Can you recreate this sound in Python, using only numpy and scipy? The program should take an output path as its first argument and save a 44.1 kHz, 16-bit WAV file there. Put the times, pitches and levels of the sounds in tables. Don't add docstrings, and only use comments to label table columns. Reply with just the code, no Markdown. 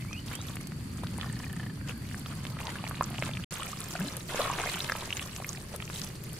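import sys
import numpy as np
from scipy import signal
from scipy.fft import rfft, irfft, next_fast_len
from scipy.io import wavfile
from scipy.ndimage import map_coordinates

SR = 44100
rng = np.random.default_rng(int(sys.argv[2]) if len(sys.argv) > 2 else 0)


def unload_audio(sound):
    columns = np.transpose(np.atleast_2d(sound))
    steps = np.round(np.clip(columns, -1, 1) * 32767)
    wavfile.write(sys.argv[1], SR, steps.astype(np.int16))


N = 281799

# (start [s], end [s])
SILENCE = (3.4455, 3.508)


def amp(db):
    return 10 ** (np.asarray(db) / 20)


def unit(x):
    return x / np.sqrt(np.mean(x ** 2) + 1e-20)


def along(points, hz):
    f, v = np.transpose(points)
    return np.interp(np.log(hz + 1), np.log(f + 1), v, left=v[0], right=v[-1])


def curves(rows):
    s, *cols = np.transpose(rows)
    return [np.interp(np.arange(N) / SR, s, c) for c in cols]


def wobble(rate):
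    knots = rng.standard_normal(N // 100)
    return map_coordinates(knots, [np.arange(N) * rate / SR])


def filtered(x, response):
    m = next_fast_len(N + 8192)
    spectrum = rfft(x, m) * response(np.fft.rfftfreq(m, 1 / SR))
    return irfft(spectrum, m)[..., :N]


def rush(spectrum, alike):
    def mid_side_gain(hz):
        turn = np.arccos(np.clip(along(alike, hz), -1, 1)) / 2
        return amp(along(spectrum, hz)) * [np.cos(turn), np.sin(turn)]

    mid, side = filtered(rng.standard_normal((2, N)), mid_side_gain)
    return unit(np.array([mid + side, mid - side]))


def bubbles(s, db, hz, cycles, pan_db, lag_s, size, rise=0.01076, start=0.1107):
    out, k = np.zeros((2, N)), np.arange(size)
    for ch, side in enumerate((.5, -.5)):
        at = (s + side * lag_s) * SR
        first = np.ceil(at)
        turns = (k + (first - at)[:, None]) * hz[:, None] / SR
        swell = start * np.sqrt(cycles)[:, None]
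        shape = amp(-60 * turns / cycles[:, None]) * (1 - np.exp(-turns / swell))
        shape *= amp(db + side * pan_db)[:, None] / shape.max(axis=1, keepdims=True)
        tone = shape * np.sin(2 * np.pi * turns * (1 + rise * turns))
        index = np.clip(first.astype(int)[:, None] + k, 0, N)
        out[ch] = np.bincount(index.ravel(), tone.ravel(), N + 1)[:N]
    return out


def swarm(count, centre_hz, octaves, cycles, scatter_db, pan_db, lag_s, size):
    u, g = rng.random((count, 2)), rng.standard_normal((count, 4))
    hz = np.clip(centre_hz * 2 ** (octaves * g[:, 0]), 200, SR / 3)
    db = -scatter_db * np.log(u[:, 1] + 0.0033)
    life = cycles * 1.743 ** g[:, 1]
    return unit(bubbles(u[:, 0] * N / SR, db, hz, life, pan_db * g[:, 2], lag_s * g[:, 3], size))


def glide(rows, waver_hz, flutter_db, rate):
    hz, db = curves(rows)
    t = np.arange(N) / SR
    on = (t >= rows[0][0]) & (t < rows[-1][0])
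    level = amp(db + flutter_db * wobble(rate))
    phase = 2 * np.pi * np.cumsum(hz + waver_hz * wobble(rate)) / SR
    return on * level * np.sqrt(2) * np.sin(phase)


def kneading():
    # (time [s], effort [relative dB], brightness [dB]: film up, pockets down)
    steady = [(0, -63.5, 5.5), (.5, -55, 0), (.78, -62.5, 1), (1.0, -59.5, -0.5), (1.3, -55, 3),
              (1.55, -62, -0.5), (2.0, -64, 1.5), (2.4, -54, -2), (3.0, -53.5, -6), (3.44, -56.5, -1),
              (3.51, -46, -1.5), (3.75, -51.5, 1.5), (4.17, -50, -6), (4.22, -61, 6), (4.28, -62, 13.5),
              (4.295, -45, -4), (4.9, -47, -1.5), (5.3, -52.5, 0.5), (5.62, -57, 2), (6.15, -63.5, 0),
              (6.39, -55, 6)]
    # (time of peak [s], peak [relative dB], length [s], brightness [dB])
    grips = [(.01, -50, 0.031, 9), (0.331, -45.5, 0.122, -2), (1.037, -43.5, 0.0145, -4),
             (1.215, -56, 0.194, -6.5), (1.435, -53.5, 0.055, 1.5), (1.614, -54.5, 0.108, -2),
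             (1.897, -45, 0.0525, -2), (2.115, -53.5, 0.096, 6), (2.313, -50, 0.0455, -6),
             (2.704, -48, 0.18, -6), (2.846, -51.5, 0.043, 7), (3.141, -51.5, 0.112, -1),
             (3.269, -43.5, 0.071, -2.5), (3.619, -53.5, 0.07, -10.5), (3.962, -47.5, 0.041, -2),
             (4.079, -53, 0.115, 7.5), (4.397, -38, 0.1093, -3), (4.472, -44.5, 0.213, -7.5),
             (4.597, -44, 0.0345, -5.5), (4.644, -44.5, 0.081, -10), (4.728, -41.5, 0.1845, -0.5),
             (5.029, -47, 0.106, -5), (5.21, -65, .08, 0), (5.745, -49.5, 0.022, -9.5),
             (5.982, -48, 0.263, 3)]
    # (pockets [dB], bubbles [dB], film [dB])
    tilt = np.array((-1.027, 0.122, 0.87))[:, None]
    rise_share, edge_db = 0.482, 10.5

    t = np.arange(N) / SR
    effort_db, bright_db = curves(steady)
    power = amp(effort_db + tilt * bright_db) ** 2
    for s, db, length, squeeze_bright_db in grips:
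        away = np.where(t < s, (s - t) / rise_share, (t - s) / (1 - rise_share)) / length
        power = power + amp(db + tilt * squeeze_bright_db) ** 2 * amp(-edge_db * away) ** 2
    return 10 * np.log10(power)


def clumps(count, fade_s, floor):
    u, tears = rng.random((count, 2)), np.zeros(N)
    tears[(u[:, 0] * N).astype(int)] = -np.log(u[:, 1] + 1e-6)
    fading = signal.lfilter([1], [1, -np.exp(-1 / (fade_s * SR))], tears)
    curve = np.log(fading + floor)
    return unit(curve - curve.mean())


def squelch():
    # (frequency [Hz], level [relative dB])
    slime_colour = [(200, -13.5), (350, 7.5), (700, -5.5), (1200, 6), (2500, -6), (4000, -4.5), (6000, -17),
                    (10000, -8), (16000, -47)]
    # (frequency [Hz], left-right likeness [-1 to 1])
    close_likeness = [(60, 0.86), (240, 1), (950, 0.5), (3770, -0.51), (15000, 0.25)]
    mush_db, mush_per_db = -49, 0.13

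    pocket_db, bubble_db, film_db = kneading()
    apart = np.clip(1 - mush_per_db * (bubble_db - mush_db), 0, 1)
    clump = clumps(count=480, fade_s=0.0185, floor=0.24) * apart
    pockets = swarm(count=4000, centre_hz=1084, octaves=0.4625, cycles=7.5, scatter_db=3.0,
                    pan_db=4.0, lag_s=3e-5, size=500)
    smacks = swarm(count=6000, centre_hz=2800, octaves=0.3644, cycles=6.56, scatter_db=3.0,
                   pan_db=4.5, lag_s=8e-5, size=250)
    film = swarm(count=14000, centre_hz=8200, octaves=.55, cycles=13, scatter_db=3.5,
                 pan_db=3, lag_s=9e-5, size=100)
    lesser = swarm(count=260, centre_hz=4340, octaves=1.129, cycles=7.5, scatter_db=0.0,
                   pan_db=1.5, lag_s=0.000139, size=600)
    gulps = swarm(count=900, centre_hz=480, octaves=0.386, cycles=3.67, scatter_db=2,
                  pan_db=6.0, lag_s=1.5e-5, size=1200)
    out = amp(pocket_db - 5.0 + 2.96 * clump) * pockets
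    out += amp(bubble_db - 1.0 + 0.67 * clump) * smacks * amp([[-1.1], [1.1]])
    out += amp(film_db + 0.7252 + 3.22 * clump) * film * amp([[-.8], [.8]])
    out += amp(bubble_db - 8) * lesser
    out += amp(pocket_db - 13.5 + 3.3 * clump) * gulps
    smear_db = pocket_db - 6.0 + 1.3 * clump + 2.3 * wobble(150)
    return out + amp(smear_db) * rush(slime_colour, close_likeness)


def bowl(x, t60, count):
    t = np.arange(SR // 20) / SR
    turn = np.arange(N) * 10 // SR % count
    out = np.zeros((2, N))
    for k in range(count):
        tail = rng.standard_normal((2, len(t))) * amp(-60 * t / t60) * (t > .0015)
        out += signal.oaconvolve(x * (turn == k), tail / np.linalg.norm(tail[0]), axes=1)[:, :N]
    mid = out.mean(axis=0)
    return mid + filtered(out - mid, lambda hz: hz / (hz + 1500))


def background():
    # (time [s], rumble level [dB], insect level [dB])
    far_levels = [(0, -39.5, -59.5), (1.2, -37, -59.5), (2.4, -39, -60), (3.47, -38.5, -57),
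                  (3.49, -43.5, -63.5), (5, -43.5, -66), (6.39, -42, -59)]
    # (frequency [Hz], level [relative dB])
    rumble_before = [(15, -47), (25, -21), (59, -7), (102, -1.5), (135, 0.5), (224, -6), (397, -21.5),
                     (454, -28), (600, -30.5), (780, -60), (1320, -120)]
    # (frequency [Hz], level [relative dB])
    rumble_after = [(15, -30.5), (25, -10.5), (86, -3), (141, 1), (196, -3), (277, -16), (382, -11.5),
                    (466, -19), (600, -21), (780, -46), (1320, -120)]
    # (frequency [Hz], level [relative dB])
    air_colour = [(300, 8.5), (500, -0.5), (1000, 0), (2000, -0.5), (3700, -9), (5600, -11.5), (9300, -7),
                  (13000, -12.5), (15300, -18), (16200, -46)]
    # (frequency [Hz], left-right likeness [-1 to 1])
    far_likeness = [(60, 0.973), (240, 0.978), (950, 0.052), (3770, 0.05), (15000, 0.059)]

    rumble_db, insect_db = curves(far_levels)
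    insect_band = [(3800, -58), (4200, -5.5), (4600, -2.0), (5000, -10), (5500, -57.5)]  # (Hz, relative dB)
    insects = rush(insect_band, far_likeness)
    early = np.arange(N) < SILENCE[1] * SR
    rumble = np.where(early, rush(rumble_before, far_likeness), rush(rumble_after, far_likeness))
    hiss = amp(-51.0 + 1.15 * wobble(25)) * rush(air_colour, far_likeness)
    return amp(rumble_db) * rumble + hiss + amp(insect_db + 1.2 * wobble(8.9)) * insects


def woods(x, t60):
    tail = rng.standard_normal(SR // 3) * amp(-60 * np.arange(SR // 3) / SR / t60)
    return signal.oaconvolve(x, tail / np.linalg.norm(tail))[:N]


def bird_whistle():
    # (time [s], pitch [Hz], direct level [dB])
    phrases = [
        [(0, 2042, -57.5), (.02, 2041, -56), (.028, 2045, -70.5), (.04, 2075, -60.5), (.062, 2090, -55.5),
         (.074, 2197, -72), (.084, 2298, -50.5), (.098, 2345, -53), (.11, 2486, -57.5), (.13, 2535, -48),
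         (.157, 2602, -44), (.166, 2776, -53), (.18, 2915, -47), (.195, 2960, -53), (.205, 2980, -67.5)],
        [(.31, 3000, -66), (.322, 3032, -51), (.34, 3050, -56.5), (.358, 3060, -47.5), (.372, 3250, -56.5),
         (.386, 3600, -52), (.402, 3780, -51.5), (.417, 3954, -52), (.425, 3960, -70)],
    ]
    # (delay [s], level [dB] relative to the direct whistle)
    trunk_echoes = [(.013, -12), (.027, -17)]

    direct = sum(glide(rows, waver_hz=60, flutter_db=3, rate=300) for rows in phrases)
    echoes = sum(amp(db) * np.roll(direct, round(s * SR)) for s, db in trunk_echoes)
    return direct + echoes + amp(-15) * woods(direct, t60=.3)


def pops():
    # (time [s], tone peak [dB], pitch [Hz], life [cycles to -60 dB], left over right [dB])
    bursts = [(0.023, -33.5, 2230, 8, -3.5), (0.111, -39.5, 1100, 14, 2), (0.13, -25.5, 2800, 5, -4),
              (0.314, -32, 1660, 9, 1.5), (0.334, -32, 2290, 14, -4), (0.39, -37, 800, 7, -5),
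              (0.492, -39, 5030, 5.5, 0.5), (1.18, -31, 9200, 13, 20.5), (1.292, -35.5, 3585, 14, -2),
              (1.401, -36.5, 950, 12, 1), (1.565, -28, 7900, 9.5, -1.5), (1.813, -34.5, 1600, 7.5, -7),
              (1.903, -38.5, 2600, 10.5, -4.5), (2.0525, -36.5, 2190, 8.5, -1),
              (2.089, -30.5, 4000, 2.5, 0), (2.3533, -31, 9500, 6, -0.5), (2.604, -30, 2290, 11, -3.5),
              (2.654, -30, 6050, 11, 1.5), (2.692, -30.5, 1800, 11, -7.5), (2.756, -30.5, 1520, 18.5, -1.5),
              (2.786, -32.5, 2635, 18.5, 0), (2.8513, -30.5, 2660, 9, 1), (2.8876, -25, 7820, 8, 0.5),
              (2.9537, -31, 3564, 13, -2.5), (2.982, -32.5, 2550, 8.5, -1.5), (3.1883, -28.5, 925, 5, 2),
              (3.292, -29.5, 700, 6, -0.5), (3.313, -31, 2480, 10.5, -3), (3.5577, -26, 2850, 6, -2),
              (3.572, -31.5, 2920, 11.5, 4.5), (3.598, -32, 1010, 15.5, 2), (3.6682, -29.5, 2250, 11, 1),
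              (3.8411, -28, 7070, 11.5, -10), (3.155, -33, 2700, 9.5, -0.5), (3.217, -31, 2000, 2.5, 0),
              (3.236, -30, 1450, 7.5, 0.5), (3.267, -32, 950, 4, 0.5), (4.017, -30.5, 2460, 12, 1),
              (4.6586, -29.5, 680, 13, 1), (4.675, -29.5, 620, 9, -0.5), (5.024, -31, 950, 16, -1.5),
              (5.275, -27.5, 5700, 3, 11.5), (5.549, -34.5, 1730, 14.5, -0.5),
              (5.878, -29.5, 2510, 10, -3.5), (6.0453, -26.5, 10500, 15, -4.5), (0.283, -29, 3406, 8, -1),
              (0.354, -16, 8000, 3.5, -3.5), (0.415, -27.5, 6130, 10, 4), (0.485, -32, 3340, 18.5, 1),
              (0.5564, -20.5, 10300, 7, -1.5), (0.569, -23.5, 2160, 3.5, 1.5),
              (0.672, -21, 8500, 2.5, -5.5), (0.7207, -29, 1540, 2.5, 2), (0.973, -31.5, 7430, 8.5, -2),
              (1.035, -31, 800, 8.5, 1.5), (1.0706, -25, 3770, 5, 0.5), (1.1849, -30.5, 859, 7.5, -1),
              (1.198, -35, 900, 3.5, -0.5), (1.166, -37, 1602, 6, 0), (1.186, -37, 2150, 9.5, 0),
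              (0.8084, -40, 3400, 4, 0), (0.897, -41, 2500, 5, -3.5), (0.96, -41.5, 1280, 7.5, -0.5),
              (0.984, -39, 1200, 4.5, -0.5), (1.2124, -20, 3150, 6, -5), (1.224, -29, 1271, 0.5, -6.5),
              (1.327, -29, 7950, 20.5, -5.5), (1.4423, -30, 2304, 13, 4), (1.529, -23.5, 10840, 5, -4),
              (1.894, -32.5, 2493, 22, 15), (2.113, -31.5, 1820, 6, 1), (2.145, -25, 1690, 6, -0.5),
              (1.26, -37.5, 790, 13.5, 0), (2.2607, -34.5, 1193, 17, -1), (2.326, -37.5, 1230, 13.5, 4.5),
              (3.3975, -34, 1500, 7, -4), (5.0766, -32.5, 810, 5.5, -1), (5.5043, -38, 1160, 9, 6),
              (5.824, -35, 1214, 13.5, 1.5), (4.8895, -26, 1686, 10.5, -1.5),
              (2.196, -27.5, 10560, 10, -3.5), (2.2604, -26.5, 3270, 7, -1.5), (2.4523, -20, 2220, 2, -1),
              (2.468, -28, 3120, 6, -11), (2.569, -30, 1200, 5.5, 0.5), (2.5893, -27, 2281, 6, -3),
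              (2.67, -18.5, 3590, 4, -1.5), (2.667, -31, 1000, 4.5, -1.5), (2.945, -31.5, 2200, 5.5, -0.5),
              (2.971, -30.5, 2597, 6.5, -1), (2.921, -39.5, 1055, 8.5, -0.5), (3.004, -37, 3810, 7, -1),
              (2.681, -29.5, 850, 10.5, 2.5), (2.84, -28, 834, 11.5, -1.5), (2.8405, -29, 2370, 10.5, -4.5),
              (2.8664, -30.5, 2065, 28, -4), (2.6314, -32.5, 2690, 10, -1.5), (3.952, -32, 650, 15.5, 1),
              (5.1699, -23, 2800, 6, 3), (0.13, -31.5, 5450, 31.5, -1.5), (0.0486, -36, 1290, 6.5, 2.5),
              (2.877, -20, 4400, 2, -2.5), (2.895, -24, 11270, 10.5, -7.5), (2.9117, -23, 1230, 4.5, -0.5),
              (3.0097, -12, 980, 8.5, -1.5), (3.108, -34.5, 798, 4.5, -1), (3.0105, -25, 1800, 4, -1),
              (5.093, -32.5, 2100, 6.5, -0.5), (5.175, -30, 3700, 12.5, 0), (5.174, -28.5, 2000, 8.5, 3),
              (5.215, -30.5, 3300, 6.5, -1), (5.225, -33.5, 1600, 9, -1), (5.3632, -28, 2590, 5.5, 2),
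              (5.385, -36.5, 1050, 8.5, 0.5), (5.403, -35.5, 2500, 5, -1), (5.575, -34, 3700, 10.5, 2.5),
              (5.581, -40.5, 750, 8, 0.5), (5.599, -38, 6200, 8.5, 0.5), (5.853, -29, 5980, 10, 1.5),
              (5.9, -32, 2400, 9.5, -0.5), (5.92, -34, 6810, 7.5, 0.5), (5.988, -33.5, 3500, 4, -1.5),
              (6.046, -28, 6200, 7.5, 0), (6.066, -34.5, 3000, 7.5, 0), (6.082, -42.5, 2000, 6.5, -1),
              (6.154, -34, 4500, 6.5, 0), (6.24, -39, 2500, 4, 0.5), (4.33, -29, 903.8, 4, 2.5),
              (4.77, -28.5, 1347, 13.5, -1.5), (3.118, -35, 2900, 8, -0.5), (3.091, -32, 2315, 2.5, -1),
              (3.26, -30.5, 3600, 11, 0), (3.218, -33.5, 3300, 4, -0.5), (3.352, -29, 2600, 5, 2),
              (3.705, -34.5, 4650, 13, 1.5), (3.717, -23.5, 6800, 6, 0.5), (3.816, -29, 3710, 10, 2.5),
              (3.859, -33.5, 6200, 10, -0.5), (4.11, -38, 2300, 9.5, 1.5), (1.232, -38.5, 1300, 5.5, 1),
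              (1.232, -34, 3200, 9.5, 1), (1.243, -40, 1250, 7.5, 2), (1.279, -39.5, 950, 7, 0),
              (1.134, -41, 900, 5.5, 1), (3.0236, -24, 1250, 13, 2), (3.0328, -25, 6984, 15.5, -4.5),
              (3.041, -20.5, 5780, 12.5, -2.5), (3.147, -25.5, 1710, 2, 0), (3.1832, -21.5, 2780, 9, -2),
              (3.1935, -28.5, 7300, 11, -5.5), (3.2238, -26.5, 615, 6.5, -1),
              (3.2244, -15.5, 2180, 6, -1.5), (3.2354, -23.5, 2890, 5, 1), (3.251, -26.5, 7800, 11, 0.5),
              (3.2652, -27, 2300, 7.5, -3.5), (3.336, -27, 3310, 16, -1.5), (3.3713, -22.5, 2436, 8.5, 1),
              (3.4387, -25.5, 2877, 10, -2), (3.5244, -24.5, 6700, 8.5, -7.5),
              (3.623, -30.5, 1172, 12.5, 3.5), (3.632, -23.5, 3030, 10.5, 2), (3.731, -32, 1127, 26, -4.5),
              (3.8052, -17.5, 9180, 10.5, -1), (3.908, -26, 6300, 8.5, -4.5), (3.953, -29, 1441, 22, 3),
              (3.963, -27.5, 2460, 12.5, 0), (4, -20, 11390, 4.5, 5), (4.0837, -28, 3750, 27.5, 2),
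              (4.1683, -15, 10200, 5, 4), (4.2927, -27.5, 3000, 5.5, 5), (4.3461, -19.5, 666.9, 3, -1.5),
              (4.358, -22.5, 6080, 14, 4), (4.392, -23.5, 639, 4, 0.5), (4.405, -23.5, 1065, 12, -1.5),
              (4.417, -18, 3734, 8.5, -3.5), (4.443, -27.5, 1070, 5, 0.5), (4.461, -28.5, 1960, 9.5, -5),
              (4.47, -29, 1000, 15, 4), (4.5, -19.5, 980, 19, 0.5), (4.515, -26.5, 6700, 13.5, -10),
              (4.529, -25.5, 1160, 2.5, -2.5), (4.5865, -22.5, 1500, 7, 4), (4.5866, -27, 2500, 6.5, 1),
              (4.597, -29.5, 746, 22, 4.5), (4.617, -22, 6140, 11.5, -2.5), (4.638, -25.5, 1420, 21, 1.5),
              (4.6733, -25, 2100, 14.5, -6), (4.698, -25, 3878, 15, 9.5), (4.7189, -26.5, 2548, 4.5, -2),
              (4.7346, -22, 8280, 13.5, -1.5), (4.743, -20.5, 2700, 5, 0.5), (4.8042, -19, 3610, 20, 0),
              (4.845, -17.5, 2980, 3, 2.5), (4.8976, -14.5, 1650, 6.5, 2.5), (4.9208, -15.5, 1580, 7, 0),
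              (4.9627, -27.5, 2500, 6, 0.5), (4.864, -30, 3500, 13.5, 0), (4.88, -33, 4200, 9.5, 0.5),
              (4.9208, -20.5, 4900, 11.5, 1.5), (4.953, -23.5, 970, 5, 1.5), (5.009, -29, 3480, 18.5, -1),
              (5.1055, -21.5, 2533, 11, 0.5), (5.127, -19, 2702, 31.5, -1.5),
              (5.1695, -21.5, 6250, 25, -2.5), (5.1951, -19.5, 2665, 9.5, -1.5),
              (5.2096, -30, 8450, 16, -5), (5.363, -22, 6270, 8, 0.5), (5.4008, -31, 736, 8.5, 4),
              (5.4229, -30, 1070, 6, -2), (5.4453, -23.5, 2144, 10.5, 0.5), (5.467, -25, 12400, 15.5, 0),
              (5.4916, -19.5, 6070, 22.5, -5.5), (5.531, -22, 6850, 5.5, -5),
              (5.573, -32.5, 2306, 15, -4.5), (5.74, -34, 688, 11, 0), (5.762, -21, 10930, 6, 11),
              (5.8024, -25.5, 2270, 7.5, -4.5), (5.824, -24, 2880, 8, -2), (5.9, -27.5, 1334, 4.5, 4.5),
              (5.9598, -27.5, 3530, 17.5, 0), (5.997, -22, 8550, 6.5, -5.5),
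              (6.0169, -20.5, 5200, 6.5, 10.5), (6.239, -26, 12300, 5.5, 14.5), (6.332, -25, 10800, 7.5, 9),
              (1.045, -35.5, 1450, 8, 0), (1.066, -39, 1350, 11.5, 1.5), (0.505, -39, 1400, 8, -1),
              (0.556, -36, 1400, 4, 1.5), (0.286, -37.5, 4300, 12.5, -0.5), (0.312, -38, 800, 10, -3),
              (1.775, -42.5, 1000, 5, 0), (1.922, -37.5, 2000, 6.5, -4), (1.978, -32.5, 10980, 8, -3),
              (3.025, -27.5, 10900, 17.5, 7), (3.05, -33, 1242, 6, -0.5), (3.06, -32, 12000, 11.5, 0.5),
              (3.1024, -29.5, 10500, 19.5, -8.5), (3.13, -32, 800, 2, -3), (3.16, -30, 2500, 4, -2.5),
              (3.5832, -26.5, 12500, 12, -5), (3.6624, -24, 12000, 10, -1),
              (3.8864, -24.5, 12500, 9.5, -0.5), (3.955, -37.5, 1100, 10.5, -1),
              (4.073, -34.5, 700, 5.5, 3.5), (4.453, -26.5, 480, 2, 0.5), (4.6994, -26.5, 1900, 9, -0.5),
              (4.684, -28.5, 3198, 5.5, -0.5), (4.632, -27.5, 2399, 4.5, -0.5), (4.8975, -25, 11500, 9, 0),
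              (5.15, -29, 9500, 13.5, -1), (5.178, -32, 12000, 9.5, -0.5)]

    s, db, hz, cycles, pan_db = np.transpose(bursts)
    same = np.ones_like(s)
    lag_s = -2.5e-5 * pan_db
    tone = bubbles(s, db, hz, cycles, pan_db, lag_s, size=900)
    snap = bubbles(s, db - 18.5, np.minimum(2.13 * hz, 13000), 4.5 * same, pan_db, lag_s, size=100)
    tick = bubbles(s, db - 24.5, 5200 * same, 2.9 * same, pan_db, lag_s, size=40)
    return tone + snap + tick


def trill():
    # (frequency [Hz], level [relative dB], fall by 60 dB [s])
    modes = [(950, -11, 0.016), (1280, -6.5, 0.0227), (1800, 4, 0.0172), (2450, -11, 0.0122),
             (3000, -5, 0.0135)]
    start_s, beat_s, beats = 1.1987, .0332, 16
    level_db, scatter_db = -43, 1.5

    out, t = np.zeros(N), np.arange(SR // 30) / SR
    for k in range(beats):
        db = level_db + scatter_db * rng.standard_normal()
        delays = np.cumsum(rng.uniform(0.0018, 0.0042, 3)) - .003
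        for delay, less_db in zip(delays, (0, -1.5, -3)):
            ring = 0
            for hz, mode_db, t60 in modes:
                fade = amp(mode_db + rng.normal(0, 2.3) - 60 * t / t60)
                ring = ring + fade * np.sin(2 * np.pi * hz * rng.normal(1, 0.0204) * t)
            out[round((start_s + k * beat_s + delay) * SR):][:len(t)] += amp(db + less_db) * ring
    return out


def far_call():
    # (time [s], pitch [Hz], level [dB])
    note = [(1.79, 1600, -72), (1.81, 1609, -61), (1.83, 1606, -70), (1.85, 1606, -56), (1.88, 1605, -64),
            (1.94, 1605, -58.5), (1.99, 1607, -61.5), (2.01, 1600, -78)]
    return glide(note, waver_hz=40, flutter_db=2.5, rate=90)


def gurgles():
    # (start [s], length [s], first pitch [Hz], last pitch [Hz], typical bubble peak [dB])
    channels = [(1.885, 0.0293, 2620, 2650, -39.5), (1.892, 0.0213, 1390, 1240, -44),
                (2.594, 0.0177, 1495, 3000, -38.5), (2.626, 0.0756, 850, 880, -44.5),
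                (2.68, .03, 1900, 1950, -43.5), (2.779, .022, 1000, 1100, -43),
                (3.009, 0.0094, 990, 1038, -36), (3.56, 0.0207, 1200, 1300, -41),
                (3.797, .02, 1146, 1200, -45), (3.988, 0.0238, 1590, 1490, -38),
                (4.288, 0.051, 2400, 2800, -50.5), (4.362, 0.0362, 1500, 1800, -43),
                (4.39, 0.0187, 496, 604, -32.5), (4.4, 0.0972, 1110, 1050, -36),
                (4.407, 0.0547, 3399, 3493, -35.5), (4.42, 0.0795, 2199, 2300, -40.5),
                (4.501, 0.057, 1600, 1552, -39.5), (4.505, 0.036, 1000, 1054, -36),
                (4.509, 0.038, 2597, 2700, -41.5), (4.59, 0.028, 760.6, 778, -35),
                (4.59, 0.0314, 2247, 2250, -34.5), (4.659, 0.0403, 1900, 2200, -37),
                (3.028, .015, 1150, 1050, -42.5), (1.222, .03, 1299, 1200, -43.5),
                (4.731, 0.0208, 2800, 3200, -36), (5.929, 0.031, 3600, 3700, -43)]
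    rate = 400
    life_cycles, pitch_octaves, scatter_db = 9.16, 0.078, 3.5

    counts = [int(row[1] * rate) + 2 for row in channels]
    s, length, first_hz, last_hz, db = np.repeat(channels, counts, axis=0).T
    u, g = rng.random(len(s)), rng.standard_normal((len(s), 3))
    hz = (first_hz + u * (last_hz - first_hz)) * 2 ** (pitch_octaves * g[:, 0])
    return bubbles(s + u * length, db + scatter_db * g[:, 1], hz, np.full_like(s, life_cycles),
                   1.9 * g[:, 2], 0 * s, size=800, start=0.156)


def suck():
    # (time [s], pitch [Hz], level [relative dB])
    pull = [(3.99, 161.4, -48), (4.005, 182.3, -34), (4.03, 217.5, -37), (4.05, 223.2, -36),
            (4.068, 267, -35), (4.085, 283, -41), (4.1, 300, -62)]
    return sum(amp(-3) * glide(pull, waver_hz=30, flutter_db=3, rate=110) for gap in range(2))


def scene():
    near = squelch() + pops() + gurgles()
    out = near + amp(-5) * bowl(near, t60=0.0155, count=8) + background()
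    out += (bird_whistle() + far_call()) * amp([[-1.5], [1.5]])
    out += trill() * amp([[.4], [-.4]])
    return out + suck() * amp([[.3], [-.3]])


def record(dry):
    top_hz = 16700
    rolloff = [(14500, 0.0), (15600, -5.0), (16000, -24)]  # (Hz, dB)
    t = np.arange(N) / SR
    on = np.clip(np.maximum(SILENCE[0] - t, t - SILENCE[1]) * 2000, 0, 1)
    return filtered(dry * on, lambda hz: amp(along(rolloff, hz)) * (hz < top_hz))


dry = scene()
out = record(dry)
unload_audio(out)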